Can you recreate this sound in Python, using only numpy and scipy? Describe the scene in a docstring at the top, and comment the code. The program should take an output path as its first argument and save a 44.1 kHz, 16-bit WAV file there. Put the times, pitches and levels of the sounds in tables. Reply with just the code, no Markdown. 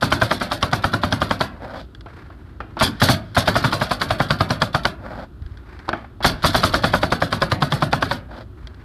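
"""A roofer bump-fires an air coil nailer along a wooden roof deck, about ten nails a second, in three runs.
Each shot is a valve pop, the driver's blow 5 ms later, a flex of the sheathing and a puff of exhaust, made
of noise bursts and short swings heard through bodies; it grows softer and duller as the tool moves away.
Between runs boots scuff and thud, the tool knocks and clicks and cloth rustles, over a low roof rumble.
A fast limiter at the microphone holds down the loudest peaks."""
import sys
import numpy as np
from scipy import signal
from scipy.io import wavfile
from scipy.ndimage import uniform_filter1d, minimum_filter1d

SR = 44100
rng = np.random.default_rng(int(sys.argv[2]) if len(sys.argv) > 2 else 0)


def output_pcm(signal):
    """Save a mono or channel-first signal as 16-bit PCM at the path in sys.argv[1].

    Samples are clipped to [-1, 1] before scaling.
    """
    pcm = np.clip(np.atleast_2d(signal).T, -1, 1) * 32767
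    wavfile.write(sys.argv[1], SR, np.round(pcm).astype(np.int16))


N = 389844
T = np.arange(SR * 2 // 5) / SR  # time since a hit, s; every hit is cut off after 0.4 s

# one row a nail, levels against a usual one: start_s, blow_db on the wood, steel_crack_db,
# give_db of the spot, flex_hz of the sheet
NAIL_SHOTS = [(0.0225, -3, -1.5, 4.5, 123), (0.1185, -1, 3.5, 4, 131), (0.2144, 1.5, 2, 0.5, 109),
              (0.3082, 0.5, -3, -11, 129), (0.41, -5.5, -16, -18, 73), (0.5138, -4.5, -3, -16, 99),
              (.623, 0.5, 6.5, -2.5, 96), (.726, 0.5, 3, 3.5, 99), (0.8367, 0.5, 0.5, 2, 97),
              (0.9322, -2, -3.5, -1, 130), (1.0307, -1.5, -3.5, 0, 93), (1.1196, -3.5, 2.5, 4.5, 94),
              (1.213, -1, -3, -3, 75), (1.3054, -0.5, -2, -8, 108), (1.405, -0.5, -0.5, -5, 113),
              (2.8102, 4, 1, 1, 101), (3.0175, -4, -3, 5, 114), (3.0872, -4, -15, 10.5, 113),
              (3.366, 1, -1, 9, 116.8), (3.4744, 2, 4.5, 2, 177), (3.5547, -1.5, -16, 3, 75),
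              (3.6407, -2, -3, 4.5, 116), (3.7249, -5.5, -3.5, -9, 120), (3.8119, -3, -14, -20, 132),
              (3.9085, -2.5, -5, -27, 140.5), (4.0114, -5, 1.5, -12, 104), (4.1021, -2, -2, -3.5, 103),
              (4.1978, 1.5, -5, 1, 145), (4.3016, 0, 4.5, 3, 136), (4.4027, 1, -0.5, 6.5, 95),
              (4.5009, -1, 0, 0, 118), (4.614, 2.5, 6.5, 0.5, 117), (4.7426, 2, 0, -5.5, 75),
              (4.8488, 0.5, 2.5, -19, 124), (6.2453, 2, 7, 0.5, 101), (6.441, 2.5, 3, 3.5, 100),
              (6.5454, -1, 1, 0, 102), (6.6333, -1, 2, 4, 99), (6.7372, -1, 4.5, 1, 106),
              (6.8361, 0, 1.5, 2, 155), (6.9341, 5, 1, -3, 161), (7.0274, -1, -7, 1.5, 94),
              (7.118, -0.5, -2.5, -2.5, 125.6), (7.2173, 0, -4, -4, 160), (7.322, -2.5, -0.5, -5, 117),
              (7.416, 4.5, 6.5, -1, 119), (7.5138, -2.5, 0.5, 4.5, 115), (7.618, .5, 3.5, 8.5, 142),
              (7.7179, -4, 0.5, 7.5, 146), (7.8188, 0, -3.5, 5, 153), (7.9252, 2, -0.5, 1, 154),
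              (8.0205, -.5, 3, -4, 148), (8.1075, -3, -2.5, -17, 149)]
# passes up the roof, the tool sweeping away from the microphone: start_s, end_s, start_distance_m, sweep_s
ROOF_RUNS = [(0, 1.2, 2.64, 0.43), (2.75, 4.87, 1.59, 1.1), (6.2, 8.2, 1.66, .78)]
# spectrum of a blow heard through the roof board: freq_hz, level_db
BOARD_SPECTRUM = [(60, 0), (200, -2.5), (310, -7.5), (430, -13), (620, 0), (820, -2), (1050, -1),
                  (1450, -1), (1950, -14), (2300, -13.5), (2750, -21), (4500, -30), (7000, -62.5),
                  (14000, -47)]
# spectrum of the hollow deck rattling: freq_hz, level_db
DECK_SPECTRUM = [(120, -10.5), (260, 7), (340, 2.5), (450, -5.5), (630, 4.5), (850, -5.5), (1450, -1.5),
                 (2000, -12), (2800, -16.5), (5000, -30.5), (8000, -61)]
# spectrum of the nailer's struck steel: freq_hz, level_db
STEEL_SPECTRUM = [(500, -55), (1500, 15), (2300, -1), (2750, -5), (3300, 9), (4000, 3), (4700, 4.5),
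                  (5400, -3), (6500, -17), (7600, -17), (10000, -18), (14000, -49)]
# spectrum of the exhaust end of the tool: freq_hz, level_db
EXHAUST_SPECTRUM = [(500, -6.5), (1500, 2), (2200, -3.5), (2750, -8.5), (3400, 7), (4100, 2), (4700, 1.5),
                    (5400, -6), (6400, -17.5), (7600, -17.5), (9000, -17), (12000, -14), (14000, -44)]


def nailer():
    """The nose slides in, the valve pops, the driver sinks the nail, the deck flexes and the air vents."""
    usual_crack_db, usual_flex_db = -22.5, -17
    out = np.zeros(N)
    for s, wood_db, steel_db, give_db, flex_hz in NAIL_SHOTS:
        valve_db, blow_db, air_db, boom_db, shake_db, dent_db = shot_levels(s, wood_db, give_db)
        late, slack, early, pressure = rng.standard_normal(4)  # how this shot strays from the usual
        hit = s + 0.0053 + 0.0003 * late
        nose_slide(out, s - 0.016 + 0.002 * early, air_db)
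        valve_pop(out, s, valve_db)
        drive(out, s, hit, blow_db, usual_crack_db + steel_db, air_db)
        deck_flex(out, s, hit, dent_db, usual_flex_db + give_db, flex_hz, shake_db, boom_db)
        reload(out, s, blow_db, air_db, late, slack)
        exhaust_puff(out, s, air_db, slack, pressure)
    return out


def nose_slide(out, s, air_db):
    """The safety nose slides in and shakes the coil of nails: a grainy scatter of impacts."""
    rattle = sounded(scatter(decay=0.0094, rise=0.0048, grain=0.89), body(EXHAUST_SPECTRUM), echo=0.51)
    add(out, s, amp(0.8 * air_db - 6.0) * rattle)  # fades less with distance than the exhaust


def valve_pop(out, s, valve_db):
    """The firing valve opens with a hollow pop, heard through steel and board."""
    add(out, s - 0.0003, amp(valve_db - 16.5) * swing(hz=1220, rise=0.00051))
    in_steel = sized(through(tap(decay=0.0047, direct=0.23), body(STEEL_SPECTRUM)))
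    add(out, s, amp(valve_db - 18.5) * in_steel)
    in_board = sized(through(tap(decay=0.00044, direct=0.32), body(BOARD_SPECTRUM)))
    add(out, s, amp(valve_db - 15.5) * in_board)


def drive(out, s, hit, blow_db, crack_db, air_db):
    """The nail enters the board, then the piston hits its bumper and sets wood and steel ringing."""
    # board around the nail: mode_hz, level_db against the blow
    nail_spot = [(665, -7.5), (1430, -10.5)]
    pitch_spread = 0.093  # share by which the modes vary from spot to spot
    board, steel = body(BOARD_SPECTRUM), body(STEEL_SPECTRUM)
    entry = sized(through(tap(decay=0.00092, direct=-0.41), board))
    add(out, s + 0.003658, amp(blow_db - 4.5) * entry)
    blow = sounded(tap(decay=0.0072, direct=0.54), board, echo=0.19)
    add(out, hit, amp(blow_db + 2.0) * blow)
    crack = sounded(tap(decay=0.00067, direct=0.44), steel, echo=0.34)
    add(out, hit - 0.0005, amp(crack_db + 2.0) * crack)
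    add(out, hit, amp(air_db - 22.0) * ring())
    rebound = sounded(tap(decay=0.002, direct=0.8), steel, echo=0.25)
    add(out, hit + 0.0034, amp(air_db) * rebound)
    for hz, db in nail_spot:
        add(out, hit, amp(blow_db + db) * knock(hz * rng.normal(1, pitch_spread), decay=0.01))


def deck_flex(out, s, hit, dent_db, flex_db, flex_hz, shake_db, boom_db):
    """The sheet is pushed in, swings on its rafters, and the blow spreads through the roof."""
    # spectrum of the boom under the deck: freq_hz, level_db
    boom_spectrum = [(25, -23), (55, -15), (100, 9), (135, 2.5), (165, 5.5), (200, 0.5), (245, -2.5),
                     (330, -14), (450, -31), (900, -54.5)]
    add(out, s + 0.00592, amp(dent_db) * swing(hz=250.2, rise=0.0042))
    add(out, s + 0.01018, amp(flex_db - 3.5) * swing(flex_hz, rise=0.0062))
    shake = sounded(scatter(decay=0.052, rise=0.0011), body(DECK_SPECTRUM), echo=0.45)
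    add(out, hit, amp(shake_db) * shake)
    boom = sized(through(scatter(decay=0.066, rise=0.0009), body(boom_spectrum)))
    add(out, hit, amp(boom_db + 8.0) * boom)


def reload(out, s, blow_db, air_db, late, slack):
    """The piston returns with a thump and the pawl feeds the next nail with a click."""
    piston = sounded(tap(decay=0.0015, direct=1.0), body(BOARD_SPECTRUM), echo=0.27)
    add(out, s + 0.054 + 0.00278 * late, amp(blow_db - 27.5) * piston)
    pawl = sounded(tap(decay=0.0012, direct=0.52), body(STEEL_SPECTRUM), echo=0.54)
    add(out, s + 0.054 + 0.0081 * slack, amp(air_db - 6.5) * pawl)


def exhaust_puff(out, s, air_db, slack, pressure):
    """A bright jet of air, a longer duller hiss, and a short puff that rings the steel parts."""
    # spectrum of the vent's first jet of air: freq_hz, level_db
    jet_spectrum = [(1500, -10), (4000, 9.5), (5500, 4), (7500, -4), (9000, 0), (12000, -3.5),
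                    (14000, -5.5)]
    jet_spread_db = 1.5  # the jet varies from shot to shot
    jet_air = puff(half_open=0.011 + 0.0018 * slack, rise=0.0034, fall=0.019)
    jet = sounded(jet_air, body(jet_spectrum), echo=0.49)
    add(out, s, amp(air_db + 3.5 + jet_spread_db * pressure) * jet)
    hiss_air = puff(half_open=0.021 + 0.0092 * slack, rise=0.023, fall=0.021)
    hiss = sounded(hiss_air, body(EXHAUST_SPECTRUM), echo=0.8)
    add(out, s, amp(air_db + 6.0) * hiss)
    ringing_air = through(puff(half_open=0.023, rise=0.0035, fall=0.0027), ring())
    add(out, s, amp(air_db - 1.0) * sized(ringing_air))


def puff(half_open, rise, fall):
    """Air pressure builds as the valve opens, then drains raggedly from the cylinder (times in s)."""
    opening = 1 / (1 + np.exp(np.minimum((half_open - T) / rise, 50)))
    draining = np.exp(-np.maximum(T - half_open, 0) / fall)
    flow = opening * draining * flutter(len(T), depth_db=2.0, size=110)
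    return sized(flow * rng.standard_normal(len(T)))


def ring():
    """The nailer's steel parts as decaying sines, struck a little differently each time."""
    # steel parts: ring_hz, level_db, t60_s
    steel_parts = [(3500, -13, .08), (4080, -1, 0.18), (4470, 7, 0.17), (4840, 3, 0.063)]
    tones = np.zeros(len(T))
    for hz, db, t60 in steel_parts:
        strike = rng.normal(1, 0.27)
        tones += strike * amp(db - 60 * T / t60) * np.sin(2 * np.pi * hz * rng.normal(1, 0.00154) * T)
    return sized(tones)


def distance(s):
    """Distance to the microphone in m: the tool speeds away, then slows as the arm reaches full stretch."""
    full_stretch_m = 3.7
    start, _, start_m, sweep_s = min(ROOF_RUNS, key=lambda run: abs(s - (run[0] + run[1]) / 2))
    return full_stretch_m - (full_stretch_m - start_m) * np.exp(-((s - start) / sweep_s) ** 2)


def shot_levels(s, wood_db, give_db):
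    """Relative dB of valve, blow, exhaust, boom, shake and dent, from distance, blow and give of the spot."""
    near_m = 1.86  # the tool at the roofer's feet
    # each part: (dB at near_m, dB lost per doubling of distance)
    # valve and vent also turn away from the microphone, so they fade fastest
    valve, blow, vent = (-1, 15.6), (-12, 4.5), (-24, 13.93)
    deck_boom, deck_shake, dent = (-25, 3.9), (-15.5, 4.9), (-18.5, 7.8)
    # a springy spot passes more of the blow into the roof and dents further (dB per dB of give)
    boom_per_give, shake_per_give, dent_per_give = 0.35, 0.089, 0.34
    doublings = np.log2(distance(s) / near_m)
    parts = (valve, blow, vent, deck_boom, deck_shake, dent)
    valve_db, blow_db, air_db, boom_db, shake_db, dent_db = (db - loss * doublings for db, loss in parts)
    return (valve_db, blow_db + wood_db, air_db, boom_db + boom_per_give * give_db,
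            shake_db + shake_per_give * give_db, dent_db + dent_per_give * give_db)


def handling():
    """Knocks and clicks of the tool in wood and steel, and boots swinging the springy deck."""
    # boots landing on the deck: start_s, relative level_db, pitch_hz
    boot_steps = [(2.061, -47, 102), (5.417, -31, 79), (5.453, -30, 61), (5.513, -38, 70),
                  (8.639, -33.5, 72)]
    board, deck, steel = map(body, (BOARD_SPECTRUM, DECK_SPECTRUM, STEEL_SPECTRUM))
    out = np.zeros(N)
    for s, wood_db, metal_db, decay, hz in contacts():
        wood = sounded(tap(decay, direct=0.13), board, echo=0.17)
        wood += amp(-3.0) * knock(hz, decay=0.0028)
        wood += amp(-4) * sounded(scatter(decay=0.049), deck, echo=0.36)
        wood += amp(-7) * knock(hz=336, decay=0.017)  # the sheet's low note
        metal = sounded(tap(decay, direct=0.95), steel, echo=0.086) + amp(-20.0) * ring()
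        add(out, s, amp(wood_db - 4.0) * wood + amp(metal_db) * metal)
    for s, db, hz in boot_steps:
        add(out, s, amp(db + 7.0) * swing(hz, rise=0.0056))
    return out


def contacts():
    """Every knock, click and set-down: start_s, relative wood_db and metal_db, decay_s, ring_hz."""
    # tool and boots knocking on the deck: start_s, relative level_db, decay_s, wood_ring_hz
    deck_knocks = [(2.06, -32, 0.0071, 420), (2.301, -38, 0.008, 666), (2.604, -23.5, 0.005, 1250),
                   (2.769, -22.5, 0.017, 870), (5.881, -23.5, 0.016, 950), (5.89, -18.5, 0.0023, 1030),
                   (5.93, -16, 0.0043, 1600), (6.044, -35.5, .004, 784), (6.205, -26.5, 0.022, 770)]
    # loose metal parts of the tool clicking: start_s, level_db
    tool_clicks = [(1.949, -42.5), (2.009, -45), (5.422, -55), (5.463, -49), (5.52, -60), (5.573, -47),
                   (5.791, -47), (5.891, -26), (8.672, -40), (8.745, -54)]
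    knock_metal_db = -23  # the tool's rattle, set against each knock
    click_wood_db, click_decay_s, click_hz = -7, 0.0024, 1480  # the duller body of each click
    rows = [(s, db, db + knock_metal_db, decay, hz) for s, db, decay, hz in deck_knocks]
    rows += [(s, db + click_wood_db, db, click_decay_s, click_hz) for s, db in tool_clicks]

    # after a pause the nose is set down afresh and clatters just before the shot
    pause_s, lead_s, growth_db = 0.16, 0.018, 2  # growth per doubling: the tool has been lifted higher
    wood_db, metal_db, decay_s, ring_hz = -35.5, -36.5, 0.97, 1401
    shots = [nail[0] for nail in NAIL_SHOTS]
    for s, pause in zip(shots[1:], np.diff(shots)):
        if pause > pause_s:
            drop_db = growth_db * np.log2(pause / pause_s)
            rows.append((s - lead_s, wood_db + drop_db, metal_db + drop_db, decay_s, ring_hz))
    return rows


def scuffs(slips_per_s=450, catch_db=2.0):
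    """Rubber catching and slipping on wood flakes: each slip taps the board and grinds the grit."""
    # boot soles sliding over the rough board: start_s, length_s, wood_rub_db, grit_rasp_db
    sole_slides = [(1.472, 0.18, -42.5, -59), (1.598, 0.17, -34, -50), (1.752, 0.064, -39.5, -45.5),
                   (4.979, 0.254, -33, -50.5), (8.282, .13, -35, -48.5)]
    # spectrum of the sole rubbing the wood: freq_hz, level_db
    sole_spectrum = [(250, 7), (430, -6.5), (540, 5), (670, 4.5), (850, 0.5), (1100, -3.5), (1500, -1.5),
                     (1900, -10), (2400, -18), (3000, -45.5)]
    # spectrum of the grit rasping: freq_hz, level_db
    grit_spectrum = [(1800, -4), (2800, -2), (3300, 5.5), (4000, 1.5), (4700, 1.5), (5400, -5.5),
                     (6200, -17.5), (9000, -23), (14000, -29)]
    attack_share, release_s = 0.28, 0.015  # the sole takes hold over this share of the slide
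    rub_swell_db, grit_swell_db = 1.5, 8  # growth over a slide as weight comes onto the boot
    wood, grit = np.zeros(N), np.zeros(N)
    for s, length, wood_db, grit_db in sole_slides:
        attack_s = attack_share * length
        wood += amp(wood_db) * gesture(s, length, attack_s, release_s, rub_swell_db)
        grit += amp(grit_db) * gesture(s, length, attack_s, release_s, grit_swell_db)
    slips = evened(rng.standard_normal(N) * (rng.random(N) < slips_per_s / SR))
    force = (slips + 1.45 * rng.standard_normal(N)) * flutter(N, catch_db, size=600)
    rubbing = wood * evened(through(force, body(sole_spectrum)))
    return rubbing + grit * evened(through(force, body(grit_spectrum)))


def rustle():
    """Soft uneven friction of hose and cloth, as filtered noise."""
    # hose and clothes rustling between runs: start_s, length_s, level_db
    cloth_moves = [(2.07, 0.16, -46), (2.3, 0.24, -56), (2.68, .08, -53), (5.422, .2, -55.5),
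                   (5.651, 0.33, -46.5), (5.98, 0.028, -60), (8.56, 0.38, -54)]
    # spectrum of the cloth: freq_hz, level_db
    cloth_spectrum = [(350, 1.5), (600, -8.5), (900, -2.5), (1250, -3.5), (1650, -3), (2300, -11),
                      (2900, -19), (4500, -20), (6500, -34), (14000, -42)]
    level = np.zeros(N)
    for s, length, db in cloth_moves:
        level += amp(db) * gesture(s, length, attack=0.022, release=0.05, swell_db=-0.5)
    friction = rng.standard_normal(N) * flutter(N, depth_db=3.0, size=500)
    return level * evened(through(friction, body(cloth_spectrum)))


def outdoors():
    """Low noise rumble, stronger while the roof is being worked, under a faint distant wash."""
    # spectrum of the low rumble: freq_hz, level_db
    rumble_spectrum = [(20, -9), (35, -8), (55, 8.5), (80, 4), (108, 3), (180, -8.5), (250, -8),
                       (370, -8.5), (430, -19.5), (650, -51)]
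    # spectrum of the deepest rumble: freq_hz, level_db
    deep_spectrum = [(20, -5), (35, -3), (52, 11), (70, -13), (110, -33), (400, -97)]
    # spectrum of the distant wash: freq_hz, level_db
    air_spectrum = [(300, -0.5), (600, 2), (900, -4), (1400, 2), (2200, -16), (3500, -12), (5000, -20),
                    (7000, -47), (14000, -52)]
    rest_db, worked_db = -40, -41.5  # rumble at rest, and what the roof frame adds during a run
    worked = np.zeros(N)
    for start, end, _, _ in ROOF_RUNS:
        worked += gesture(start, end - start, attack=0.01, release=0.73, swell_db=5.5)
    rumble_level = np.hypot(amp(rest_db), amp(worked_db) * worked)
    rumble = rumble_level * evened(through(rng.standard_normal(N), body(rumble_spectrum)))
    rumble = rumble * flutter(N, depth_db=-0.3, size=5000)
    # the deepest rumble swells as the last run begins
    deep_level = amp(-33) * gesture(start=6.22, length=0.75, attack=0.013, release=0.08, swell_db=3)
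    deep = deep_level * evened(through(rng.standard_normal(N), body(deep_spectrum)))
    wash = amp(-56.5) * evened(through(rng.standard_normal(N), body(air_spectrum)))
    return rumble + deep + wash


def scatter(decay, rise=0.0014, grain=0.22):
    """A dying train of random impacts; grain makes a few stand out."""
    impacts = rng.standard_normal(len(T)) * np.exp(grain * rng.standard_normal(len(T)))
    return sized(impacts * np.exp(-T / decay) * (1 - np.exp(-T / rise)))


def tap(decay, direct):
    """One sharp contact followed by its scatter."""
    return direct * sized(1. * (T == 0)) + scatter(decay)


def swing(hz, rise):
    """A few cycles that swell and die."""
    return sized(T * np.exp(-T / rise) * np.sin(2 * np.pi * hz * T))


def knock(hz, decay):
    """A mode of the board set ringing."""
    return sized(np.exp(-T / decay) * (1 - np.exp(-T / 0.00047)) * np.sin(2 * np.pi * hz * T))


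def sounded(force, response, echo):
    """A hit heard through a body and its near reflections, at unit size."""
    return sized(echoed(through(force, response), echo))


def echoed(x, share, nearest=.0006, farthest=.006, count=4):
    """Bounces off the board, the tool and the roofer, which lie differently for every hit (delays in s)."""
    out = x.copy()
    for delay, sign in zip(rng.uniform(nearest, farthest, count), rng.choice([-1, 1], count)):
        add(out, delay, share * sign * x)
    return out


def through(force, response):
    """A force heard through a body."""
    return signal.oaconvolve(force, response)[:len(force)]


def body(points, size=4096):
    """Causal (minimum-phase) impulse response with the given spectrum."""
    f, db = np.transpose(points)
    log_hz = np.log(abs(np.fft.fftfreq(size, 1 / SR)) + 1)
    skirt_db = 12 * np.maximum(np.log(f[0]) - log_hz, 0)  # rolls off below the first point
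    log_gain = np.log(amp(np.interp(log_hz, np.log(f), db) - skirt_db))
    return np.fft.ifft(np.exp(np.conj(signal.hilbert(log_gain)))).real[:size // 2]


def gesture(start, length, attack, release, swell_db):
    """Attack, a hold that changes by swell_db to end at full level, and release (times in s)."""
    t = np.arange(N) / SR - start
    hold = amp(swell_db * (np.clip(t / length, 0, 1) - 1.0))
    return np.clip(t / attack, 0, 1) * hold * np.exp(-np.maximum(t - length, 0) / release)


def flutter(length, depth_db, size):
    """An uneven gain whose lumps last about size samples."""
    return amp(depth_db * evened(uniform_filter1d(rng.standard_normal(length), size=size)))


def amp(db):
    """Decibels to gain."""
    return 10 ** (np.asarray(db) / 20)


def evened(x):
    """Scales to rms 1."""
    return x / np.sqrt(np.mean(x ** 2) + 1e-20)


def sized(x):
    """Scales a hit to the energy of 10 ms at rms 1."""
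    return x / np.sqrt(np.sum(x ** 2) / (SR / 100) + 1e-20)


def add(mix, s, sound):
    """Mixes a sound in at time s."""
    part = mix[max(round(s * SR), 0):][:len(sound)]
    part += sound[:len(part)]


def scene():
    """Everything on the roof, in one channel."""
    return (nailer() + handling() + scuffs() + rustle() + outdoors())[None]


def record(dry, recovery_db_per_s=700):
    """The microphone's bass cut, a fast peak limiter, then the band limit."""
    ceiling_db, edge_hz = -3, 14000
    x = signal.lfilter(*signal.butter(2, 24, "high", fs=SR), dry[0])
    over_db = np.maximum(20 * np.log10(abs(x) + 1e-9) - ceiling_db, 0)
    # each peak's reduction is let go at the recovery rate
    fall = np.arange(N) / SR * recovery_db_per_s
    held_db = np.maximum.accumulate(over_db + fall) - fall
    # widened and smoothed, so the gain starts down just ahead of the peak
    widened_db = -minimum_filter1d(-held_db, size=31)
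    duck_db = uniform_filter1d(widened_db, size=31)
    low_pass = signal.firwin(301, edge_hz, window=("kaiser", 8), fs=SR)
    return signal.oaconvolve(x * amp(-duck_db), low_pass, "same")[None]


dry = scene()
out = record(dry)
output_pcm(out)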